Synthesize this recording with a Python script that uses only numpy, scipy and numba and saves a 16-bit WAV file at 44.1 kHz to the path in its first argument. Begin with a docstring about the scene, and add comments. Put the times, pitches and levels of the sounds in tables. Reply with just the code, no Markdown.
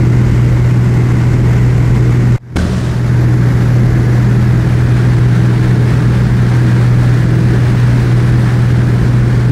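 """Cabin of a light piston aircraft in cruise, three shots edited together.
A three-blade propeller hums on the third shaft order over weaker engine orders: one sine per order.
Shaped noise gives slipstream roar on the skin and low airframe rumble; gain control ducks each shot.
The first shot is cut off with a soft thump, the third fades in from silence;
a short second shot drops in with a knock and fades out."""
import sys
import numpy as np
from scipy import signal
from scipy.fft import rfft, irfft, next_fast_len
from scipy.io import wavfile
from scipy.ndimage import uniform_filter1d
from numba import njit

SR = 44100
rng = np.random.default_rng(int(sys.argv[2]) if len(sys.argv) > 2 else 0)


def dump_mix(stems):
    """Bounce the given channels to the path in sys.argv[1] as a 16-bit WAV at rate SR."""
    frames = np.atleast_2d(stems).T  # one column per channel
    limited = np.clip(frames, -1, 1)  # hard clip at full scale
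    pcm = np.round(limited * 32767).astype(np.int16)
    wavfile.write(sys.argv[1], SR, pcm)


def volts_from_db(level):
    """Convert decibel levels to linear amplitude ratios."""
    exponent = np.asarray(level, float) / 20
    return 10 ** exponent


N = 419391
TIME = np.arange(N) / SR
BLADES = 3


def level(x, rms_db):
    """Scale to an rms level."""
    return x * volts_from_db(rms_db) / np.sqrt(np.mean(x ** 2))


def curve(rows):
    """Join (time_s, value) rows by straight lines."""
    return np.interp(TIME, *np.transpose(rows))


def walk(rate_hz):
    """Random levels held 1 / rate_hz and slewed twice; spread near 1."""
    hold = int(SR / rate_hz)
    steps = np.repeat(rng.standard_normal(N // hold + 1), hold)
    return 1.29 * uniform_filter1d(uniform_filter1d(steps, hold), hold)[:N]


def colour(x, spectrum):
    """Filter a noise by (freq_hz, gain_db) points, straight over log frequency."""
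    freq_hz, gain_db = np.transpose(spectrum)
    size = next_fast_len(N)
    bin_hz = np.maximum(np.arange(size // 2 + 1) * SR / size, 1)
    gain = volts_from_db(np.interp(np.log(bin_hz), np.log(freq_hz), gain_db))
    return irfft(rfft(x, size) * gain, size)[:N]


def engine(orders, shaft, rough=0.99):
    """One sine per shaft order; the blade tone is steadiest, the others waver as firings vary."""
    tones = 0
    for order, level_db in orders:
        blade_tone = abs(order - BLADES) < .1
        sway_db = 0.64 * walk(4.4) if blade_tone else 3.45 * rough * walk(6)
        slip_rad = 0.12 * walk(6.7) if blade_tone else 1.11 * rough * walk(11)
        phase = order * shaft + slip_rad + rng.uniform(0, 2 * np.pi)
        tones = tones + volts_from_db(level_db + sway_db) * np.sin(phase)
    return tones


def flicker(x):
    """Narrow time-frequency patches weaken for a moment, most often above 10 kHz."""
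    # share of patches at their weakest: freq_hz, share (0-1)
    dropout = [(2000, 0), (7000, 0.03), (10000, 0), (12500, .45), (15500, 0.5)]
    freq_hz, _, cells = signal.stft(x, SR, nperseg=2048)
    bins = 3  # patch height
    chance = rng.random((len(freq_hz) // bins + 1, cells.shape[1]))
    chance = np.repeat(chance, bins, axis=0)[:len(freq_hz)]
    share = np.interp(freq_hz, *np.transpose(dropout))[:, None]
    kept = np.clip((chance - share) / 0.089, .03, 1)
    kept = kept / np.sqrt(np.mean(kept ** 2, axis=1, keepdims=True))  # average power unchanged
    return signal.istft(cells * kept, SR, nperseg=2048)[1][:N]


def slipstream(shaft):
    """White turbulence: gusts, quick buffeting and a slight throb from the propeller wash."""
    # slow change of the airflow: time_s, level_db (relative)
    airflow = [(0, -1), (2.4, -0.5), (6, 0.6), (8.5, .7), (9.51, -1.1)]
    throb_db = 0.51 * np.sin(BLADES * shaft) + 0.47 * np.sin(2 * BLADES * shaft)
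    throb_db += 0.49 * np.sin(shaft) + 0.62 * np.sin(1.5 * shaft)
    gust_db = curve(airflow) + 0.43 * walk(16) + 0.74 * walk(60)
    return flicker(volts_from_db(gust_db + throb_db) * rng.standard_normal(N))


def turning_roar(air):
    """Roar through the skin as the camera turns from looking down towards looking ahead."""
    # roar spectra, down and ahead: freq_hz, gain_db (relative)
    roar_down, roar_ahead = [(320, -15), (550, -2.5), (910, -4.5), (1250, -6.5), (1670, -3.5), (2150, -9.5),
                             (2540, -15.5), (3170, -20.5), (5190, -21.5), (7160, -25), (8710, -31),
                             (11000, -29.5), (13200, -36), (14500, -33), (15700, -42)], [(320, -39), (550, 0), (886, -1.5), (1220, -3),
                                                      (1400, 0.5), (1650, 0.5), (2100, -5.5), (2760, -11),
                                                      (4380, -14.5), (6960, -23.5), (8710, -21.5),
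                                                      (11500, -32.5), (13200, -38), (14600, -31),
                                                      (15700, -32)]
    # weight of the ahead spectrum: time_s, share (0-1)
    turn_rows = [(3.9, 0.02), (5.1, 0.6)]
    turn = curve(turn_rows)
    return (1 - turn) * level(colour(air, roar_down), 0) + turn * level(colour(air, roar_ahead), 0)


def airframe_rumble():
    """Low noise of the airframe with a slight unsteadiness."""
    # rumble spectrum: freq_hz, gain_db (relative)
    rumble_spectrum = [(8, -44), (20, -13.5), (40, -0.5), (80, -1.5), (130, 2), (200, -1), (300, -6.5),
                       (420, -10), (560, -20.5), (900, -61), (2000, -110)]
    return colour(volts_from_db(0.48 * walk(25)) * rng.standard_normal(N), rumble_spectrum)


@njit
def squeeze(x, top, attack, release, power):
    """Gain control: follows the peaks and turns down what exceeds the top."""
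    y, envelope = np.empty(len(x)), top
    for i in range(len(x)):
        size = abs(x[i])
        envelope += (size - envelope) * (attack if size > envelope else release)
        y[i] = x[i] * min(1., top / envelope) ** power
    return y


def shot(tones, roar, tones_db, rumble_db, roar_db):
    """Mix of one shot; the camera's gain control ducks everything at and after each loud peak."""
    mix = np.sqrt(2) * volts_from_db(tones_db) * tones + level(airframe_rumble(), rumble_db) + level(roar, roar_db)
    attack_s, release_s = 0.0017, 0.017
    return squeeze(mix, 0.58, 1 / (attack_s * SR), 1 / (release_s * SR), 0.76)


def knocks():
    """Rattle of the camera housing: short scrapes of noise, heard directly and ringing its modes."""
    # scrapes: start_s, level_db (relative)
    scrapes = [(2.560, -22), (2.564, -10.5), (2.567, -8.5), (2.57, -10), (2.584, -18), (2.589, -15.5)]
    # housing modes: pitch_hz, t60_s, level_db (relative)
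    housing = [(367, 0.054, 0), (950, 0.012, -2), (1550, 0.026, -2.5), (2240, 0.0095, -5.5)]
    push = np.zeros(N)
    t = np.arange(int(.02 * SR)) / SR
    for start_s, level_db in scrapes:
        i = int(start_s * SR)
        push[i:i + len(t)] += volts_from_db(level_db) * np.exp(-t / 0.0021) * rng.standard_normal(len(t))
    t = np.arange(int(.15 * SR)) / SR
    body = 0
    for pitch_hz, t60_s, level_db in housing:
        decay = np.exp(-np.log(1000) * t / t60_s)
        body = body + volts_from_db(level_db) * np.sin(2 * np.pi * pitch_hz * t) * decay
    direct = signal.sosfilt(signal.butter(2, 5500., fs=SR, output="sos"), push)
    return volts_from_db(-18.5) * signal.fftconvolve(push, body)[:N] + volts_from_db(-3.0) * direct


def ramp(start_s, end_s):
    """Straight rise from 0 to 1."""
    return np.clip((TIME - start_s) / (end_s - start_s), 0, 1)


def splice(cut_s):
    """A cut: 0 before, 1 after, over a 2 ms ramp."""
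    return ramp(cut_s - .001, cut_s + .001)


def fall(start_s, decay_s):
    """1 until start_s, then exponential decay, to 1 / e in decay_s."""
    return np.exp(-np.maximum(TIME - start_s, 0) / decay_s)


def scene():
    """Three shots of the same cabin joined by a cut and a crossfade."""
    # engine orders per shot: order (multiple of shaft speed), level_db (relative)
    orders_first, orders_second = [(1, -22), (1.5, -16), (2, -15.5), (3, 0.5), (4, -17), (4.5, -20),
                                   (5, -23), (6, -24.5), (7.5, -25), (8, -23), (9, -25.5), (10.5, -32.5)], [(2, 4), (4.5, -0.5), (6, -8.5), (8, -14)]
    orders_third = [(1, -24), (1.5, -19.5), (2, -17.5), (3, 0), (4, -16.5), (4.5, -17.5), (5, -20),
                    (6, -32.5), (7.5, -30.5), (8, -22.5), (9, -30), (9.5, -33.5), (10.5, -33.5),
                    (12, -34.5)]
    # roar through the skin: freq_hz, gain_db (relative)
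    roar_first, roar_second = [(320, -9.5), (550, -4.5), (700, -5), (940, -4.5), (1280, -8), (1470, -5.5),
                               (1690, -8.5), (2100, -6), (2350, -12.5), (2700, -16), (3500, -21.5),
                               (7470, -24.5), (10000, -33), (12700, -34), (15700, -45)], [(320, -30), (550, -1.5), (688, -2), (803, -10.5),
                                                   (1160, -6), (1890, -10), (2110, -15), (4200, -17),
                                                   (8710, -24.5), (15700, -45)]
    # one row per shot, ahead of gain control: tones_db, rumble_db, roar_db
    shot_levels = [(-9.5, -15, -26), (-16.5, -15, -24.5), (-9, -15.5, -26.5)]
    blade_hz = 121.58
    cut_s, second_in_s, fade_end_s = 2.364, 2.558, 3.2
    shaft = 2 * np.pi * blade_hz / BLADES * TIME  # rad

    first_roar = colour(slipstream(shaft), roar_first)
    first = shot(engine(orders_first, shaft), first_roar, *shot_levels[0])
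    # the second shot's tones die away ahead of its roar
    second_tones = engine(orders_second, shaft, rough=0.85) * fall(second_in_s, 0.62)
    second = shot(second_tones, colour(slipstream(shaft), roar_second), *shot_levels[1]) + knocks()
    third = shot(engine(orders_third, shaft), turning_roar(slipstream(shaft)), *shot_levels[2])

    # faint roar lingers 19 ms after the cut, 9 dB below the first shot's setting
    linger = (splice(cut_s) - splice(cut_s + .019)) * level(first_roar, shot_levels[0][2] - 9)
    thump = -volts_from_db(-19) * splice(cut_s) * fall(cut_s, .006)
    # exponents bend the fades; 1 = straight
    fade_out = splice(second_in_s) * (1 - ramp(second_in_s, fade_end_s)) ** 0.86
    fade_in = ramp(cut_s, fade_end_s) ** 1.13
    mix = (1 - splice(cut_s)) * first + linger + thump + fade_out * second + fade_in * third
    return mix[None]


def roll_off(x):
    """The treble ends steeply here."""
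    return signal.sosfilt(signal.butter(12, 16110, fs=SR, output="sos"), x)


def record(dry):
    """Steep low-pass at 15.72 kHz, then peaks clip at full scale."""
    dull = signal.sosfilt(signal.ellip(14, .5, 90, 15720, fs=SR, output="sos"), dry)
    mix = np.clip(dull, -1, 1)
    return roll_off(mix)


dry = scene()
out = record(dry)
dump_mix(out)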